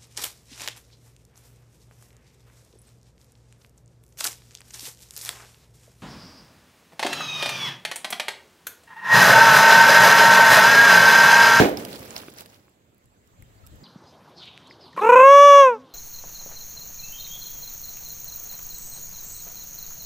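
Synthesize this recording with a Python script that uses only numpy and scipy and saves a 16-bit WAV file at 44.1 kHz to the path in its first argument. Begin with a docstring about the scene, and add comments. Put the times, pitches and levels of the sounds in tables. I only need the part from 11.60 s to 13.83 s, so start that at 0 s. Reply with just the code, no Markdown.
"""A pipe gun goes off into a melon in a walled concrete yard: blast pulses, a dense near tail, a long dull roll.
A faint hush of filtered noise lies under it; rind knocks as decaying tones with a crack, spray patters
as coloured clicks, and wet pieces splat as ringing noise bursts. Later come gusts of low narrow-band noise
and two faint squeaks of pure tone. The gain control holds after the loud sounds, then lifts what is left."""
import sys
import numpy as np
from scipy import signal
from scipy.io import wavfile
from scipy.ndimage import uniform_filter1d

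SR = 44100
rng = np.random.default_rng(int(sys.argv[2]) if len(sys.argv) > 2 else 0)


def pcm_store(signal):
    """Save signal as 16-bit PCM."""
    levels = np.round(np.clip(np.atleast_2d(signal), -1, 1) * 32767)
    wavfile.write(sys.argv[1], SR, levels.astype(np.int16).T)


N = 98563

# left-right likeness of yard tails and spray: pitch_hz, likeness (1 = same at both ports)
LIKENESS = [(60, 1), (250, .93), (600, .75), (1500, 0.1), (6000, 0.18), (15000, .55)]
LAG_S, FAR_LAG_S = 3.85e-4, 5e-5  # how late the left port hears
PAN_DB = -2.5  # left port relative to right
RISE_MS = 1.4  # attack of splats and knocks


def amp(db):
    """Turns decibels into a linear gain."""
    return 10 ** (np.asarray(db) / 20)


def evened(x):
    """Scales a sound to an RMS of one."""
    return x / np.sqrt(np.mean(x ** 2) + 1e-20)


def topped(x):
    """Scales each sound to a peak of one."""
    return x / (abs(x).max(-1, keepdims=True) + 1e-20)


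def read(points, hz):
    """Reads a curve over frequency, interpolating on a log axis."""
    f, value = np.transpose(points)
    return np.interp(np.log(hz + 1), np.log(f + 1), value)


def level(points):
    """Gain along a (s, dB) curve, practically silent outside it."""
    s, db = np.transpose(points)
    return amp(np.interp(np.arange(N) / SR, s, db, left=-140, right=-140))


def add(mix, s, sound):
    """Lays a sound into the mix at a time, cut off at the end."""
    part = mix[..., max(round(s * SR), 0):][..., :sound.shape[-1]]
    part += sound[..., :part.shape[-1]]


def resonate(x, hz, width_hz):
    """Two-pole resonance: a wider band rings for less time."""
    r = np.exp(-np.pi * width_hz / SR)
    turn = 2 * np.pi * min(hz, .45 * SR) / SR
    return signal.lfilter([1 - r], [1, -2 * r * np.cos(turn), r * r], x)


def ports(x, pan_db, lag_s=LAG_S):
    """One sound at both microphone ports, left late by the lag (early if negative)."""
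    left = np.roll(x, round(lag_s * SR))
    return np.array([left, x]) * amp([[pan_db / 2], [-pan_db / 2]])


def shaped(pair, spectrum, same, t60=None, lag_s=LAG_S, patchy_db=0, size=512):
    """Colours two sources, mixes them by likeness, scatters patches of level and lets each band die away."""
    overlap = size * 3 // 4
    hz, t, z = signal.stft(pair, SR, nperseg=size, noverlap=overlap)
    likeness = np.clip(read(same, hz), -1, 1)[:, None]
    left = likeness * z[0] + np.sqrt(1 - likeness ** 2) * z[1]
    left = left * np.exp(-2j * np.pi * hz * lag_s)[:, None]
    z = np.array([left * amp(PAN_DB), z[0]]) * amp(read(spectrum, hz))[:, None]

    # louder and softer patches, smoothed over frequency and then time
    patches = uniform_filter1d(rng.standard_normal(z.shape[1:]), size=12, axis=0)
    patches = uniform_filter1d(patches, size=7, axis=1)
    z = z * amp(patchy_db * evened(patches))

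    # the RMS before any decay sets the level
    steady = np.sqrt(np.mean(signal.istft(z, SR, nperseg=size, noverlap=overlap)[1] ** 2))
    if t60:
        z = z * amp(-60 * t / read(t60, hz)[:, None])
    return signal.istft(z, SR, nperseg=size, noverlap=overlap)[1][:, :N] / steady


def clicks(per_s, spread_db):
    """Random clicks of either sign and uneven loudness, independent in two channels."""
    strength = amp(spread_db * np.minimum(rng.exponential(1, (2, N)), 4))
    struck = rng.random((2, N)) < per_s / SR
    return strength * struck * rng.choice([-1, 1], (2, N))


def bang():
    """Blast pulses off the nearest walls, inside a dense near tail and a long dull roll."""
    # strongest echoes: time_s, peak_pressure (signed)
    echoes = [(.0006, .4), (.0034, -.5), (.0052, .35), (.0101, .35), (.0154, -.5), (.0163, .4),
              (.0223, -.4), (.0234, .55)]
    # yard reverberation: pitch_hz, relative_level_db_per_hz; then pitch_hz, t60_s
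    near_spectrum = [(30, -29), (86, -9), (153, -16), (287, -5.5), (473, -8), (721, -11.5), (1320, -26.5),
                     (1540, -20), (6210, -32), (9220, -40.5), (16000, -35.5)]
    near_t60 = [(60, 0.08), (250, 0.45), (700, 0.41), (2000, 0.35), (6000, .27), (15000, 0.33)]
    # roll from far buildings: pitch_hz, relative_level_db_per_hz; then pitch_hz, t60_s
    far_spectrum = [(30, -20.5), (80, -5.5), (245, 4.5), (540, -0.5), (1310, -27.5), (3000, -36.5),
                    (3900, -48.5), (6600, -120)]
    far_t60 = [(60, 3.2), (250, 1.77), (800, 2), (3000, 3.9)]
    near_db, far_db = -9.5, -31  # RMS before decay
    near_lag_s, pulse_ms = -3e-4, .45

    pulses = np.zeros(N)
    u = np.arange(400) / SR / (pulse_ms / 1000)
    blast = 2 * u * (2 - u) * np.exp(-u)  # push, then suction
    for s, peak in echoes:
        add(pulses, s - pulse_ms / 2000 - near_lag_s / 2, peak * blast)

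    near = shaped(clicks(6000, 2.6), near_spectrum, LIKENESS, near_t60, near_lag_s)
    noise = rng.standard_normal((2, N))
    far = shaped(noise, far_spectrum, LIKENESS, far_t60, FAR_LAG_S, size=1024)
    return ports(pulses, PAN_DB, near_lag_s) + amp(near_db) * near + amp(far_db) * far


def hush():
    """Steady hush of the neighbourhood: coloured noise with a slightly patchy level."""
    # colour of the hush: pitch_hz, relative_level_db_per_hz
    hush_spectrum = [(30, -12), (103, -3), (280, -9), (616, -13), (1070, -19), (1500, -20.5), (4300, -27),
                     (5700, -32.5), (7500, -23), (9750, -40), (11000, -32.5), (16000, -33)]
    # left-right likeness of the hush: pitch_hz, likeness
    hush_likeness = [(60, 0.69), (240, 0.99), (950, 0.53), (3770, 0)]
    hush_db = -62.5  # RMS
    noise = rng.standard_normal((2, N))
    return amp(hush_db) * shaped(noise, hush_spectrum, hush_likeness, patchy_db=2.2, size=1024)


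def knocks():
    """Rind on concrete: a decaying tone with a short crack of band-limited noise."""
    # knocks: start_s, tone_level_db, pitch_hz, t60_s, crack_db (crack against tone)
    thuds = [(0.0212, -7, 1667, 0.013, 6), (.0455, -10.5, 2216, 0.013, 0), (0.6338, -43, 685, 0.017, 15),
             (0.6833, -29, 345, 0.025, 6), (1.081, -49.5, 1100, 0.012, 7.5),
             (1.824, -42, 2140, 0.0077, -16)]
    crack_hz, crack_width_hz, crack_ms = 1900, 2600, 1.8
    out, t = np.zeros((2, N)), np.arange(2600) / SR
    rise = np.minimum(t * 1000 / RISE_MS, 1)
    for s, db, hz, t60, crack_db in thuds:
        noise = rng.standard_normal(len(t))
        band = resonate(resonate(noise, crack_hz, crack_width_hz), crack_hz, crack_width_hz)
        crack = topped(np.exp(-t * 1000 / crack_ms) * band)
        knock = np.sin(2 * np.pi * hz * t) + amp(crack_db) * crack
        add(out, s, ports(rise * amp(db - 60 * t / t60) * knock, PAN_DB, FAR_LAG_S))
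    return out


def spray():
    """Fine spray falling: a rain of tiny coloured clicks that swells and thins."""
    # loudness of the spray: time_s, level_db
    patter = [(.06, -40), (.165, -51), (.175, -37.5), (.27, -45), (.335, -41.5), (.48, -45.5), (.545, -45),
              (.565, -37.5), (.625, -44.5), (.655, -48), (.76, -53.5), (.787, -40), (.82, -46),
              (.84, -55.5), (.96, -54.5), (.985, -62), (1.15, -72.5)]
    # colour of the spray: pitch_hz, relative_level_db_per_hz
    spray_spectrum = [(290, -14), (500, -2), (1510, -9.5), (2850, -12), (4530, -12.5), (8830, -19.5),
                      (11800, -17.5), (16000, -17.5)]
    drops_per_s, drop_spread_db = 12000, 5.5
    drops = clicks(drops_per_s, drop_spread_db)
    return level(patter) * shaped(drops, spray_spectrum, LIKENESS, patchy_db=2.5, size=256)


def splats():
    """Wet pieces landing: short noise bursts through a broad ring, with a bright fizz."""
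    # pieces landing: start_s, ring_peak_db, ring_hz, fizz_db (fizz against ring)
    landings = [(0.0925, -34, 12500, 5.5), (0.171, -25.5, 5500, -1), (0.1954, -44, 12200, 7),
                (0.2495, -34, 5900, 10), (0.3287, -32.5, 4500, 0), (0.3574, -32.5, 4950, 0),
                (0.3921, -46, 5100, 14), (0.506, -29.5, 6930, -24), (0.5628, -23, 4880, -5.5),
                (0.579, -31, 6600, -10), (0.7005, -45, 10400, 0), (0.7375, -52, 11900, 10),
                (0.7627, -43.5, 5450, -18), (0.7846, -33, 5800, -1.5), (0.8065, -43, 4940, 15.5),
                (0.859, -40.5, 4450, 3.5), (0.899, -47, 6100, -8), (0.9432, -45.5, 4870, -8),
                (1.0942, -55, 11100, -8), (1.345, -58.5, 12140, -7), (1.38, -54.5, 12600, -18),
                (1.441, -60, 7650, -5), (1.4566, -55.5, 10900, -4), (1.674, -72, 7270, 19.5),
                (1.8227, -58.5, 11600, 12.5), (2.0652, -60.5, 11100, 14.5), (2.071, -64, 13100, 16),
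                (2.157, -61.5, 12800, -14)]
    ring_q, fall_ms, pan_db = 2.52, 1.54, -8.5
    scatter = .5  # share that reaches each port off nearby surfaces
    out, t = np.zeros((2, N)), np.arange(2600) / SR
    shape = np.minimum(t * 1000 / RISE_MS, 1) * np.exp(-t * 1000 / fall_ms)
    for s, db, hz, fizz_db in landings:
        noise = shape * rng.standard_normal((3, len(t)))  # direct, scattered left, scattered right
        ring = topped(resonate(resonate(noise, hz, hz / ring_q), hz, hz / ring_q))
        fizz = topped(np.diff(noise, prepend=0) + 2.1 * noise)
        direct, *scattered = amp(db) * (ring + amp(fizz_db) * fizz)
        add(out, s, ports(direct, pan_db) + scatter * np.array(scattered))
    return out


def wind():
    """Lumpy wind at each port: low narrow-band noise, partly shared and louder on the left."""
    # gusts: time_s, level_db
    gusts = [(1.4, -96), (1.45, -53), (1.5, -73.5), (1.76, -67.5), (1.795, -49.5), (1.83, -51), (1.86, -61),
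             (2.0, -64), (2.16, -54), (2.23, -66.5)]
    gust_hz, gust_width_hz = 103, 49
    noise = rng.standard_normal((2, N))
    a, b = resonate(resonate(noise, gust_hz, gust_width_hz), gust_hz, 3 * gust_width_hz)
    return level(gusts) * evened(np.array([1.5 * a, 0.48 * a + 0.61 * b]))


def squeaks():
    """Faint squeaks: steady pure tones that swell and fade as half a sine."""
    # squeaks: start_s, peak_db, pitch_hz, length_s
    pips = [(1.972, -73, 4700, .026), (2.036, -65, 1310, .022)]
    out, t = np.zeros((2, N)), np.arange(2600) / SR
    for s, db, hz, length in pips:
        swell = np.sin(np.pi * np.minimum(t / length, 1))
        add(out, s, ports(amp(db) * swell * np.sin(2 * np.pi * hz * t), PAN_DB, FAR_LAG_S))
    return out


def scene():
    """The bang, the hush under it, what falls afterwards, the wind and the squeaks."""
    return bang() + hush() + knocks() + spray() + splats() + wind() + squeaks()


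def record(dry):
    """Drops the deepest bass, holds the gain after the last loud moment, raises it, rounds peaks, cuts the top."""
    mic_low_hz, edge_hz = 41.7, 15850
    loud_db, hold_s, recover_db_per_s = -26.5, 1.34, 13  # gain control
    ceiling = .92

    dry = signal.sosfilt(signal.butter(2, mic_low_hz, "high", fs=SR, output="sos"), dry)
    power_db = 10 * np.log10(abs(uniform_filter1d((dry ** 2).mean(0), 800)) + 1e-12)
    t = np.arange(N) / SR
    since_loud_s = t - np.maximum.accumulate(t * (power_db > loud_db))
    gain = amp(recover_db_per_s * np.maximum(since_loud_s - hold_s, 0))
    rounded = ceiling * np.tanh(dry * gain / ceiling)
    lowpass = signal.firwin(511, edge_hz, window=("kaiser", 9), fs=SR)
    return signal.oaconvolve(rounded, lowpass[None], "same")


dry = scene()
out = record(dry)
pcm_store(out)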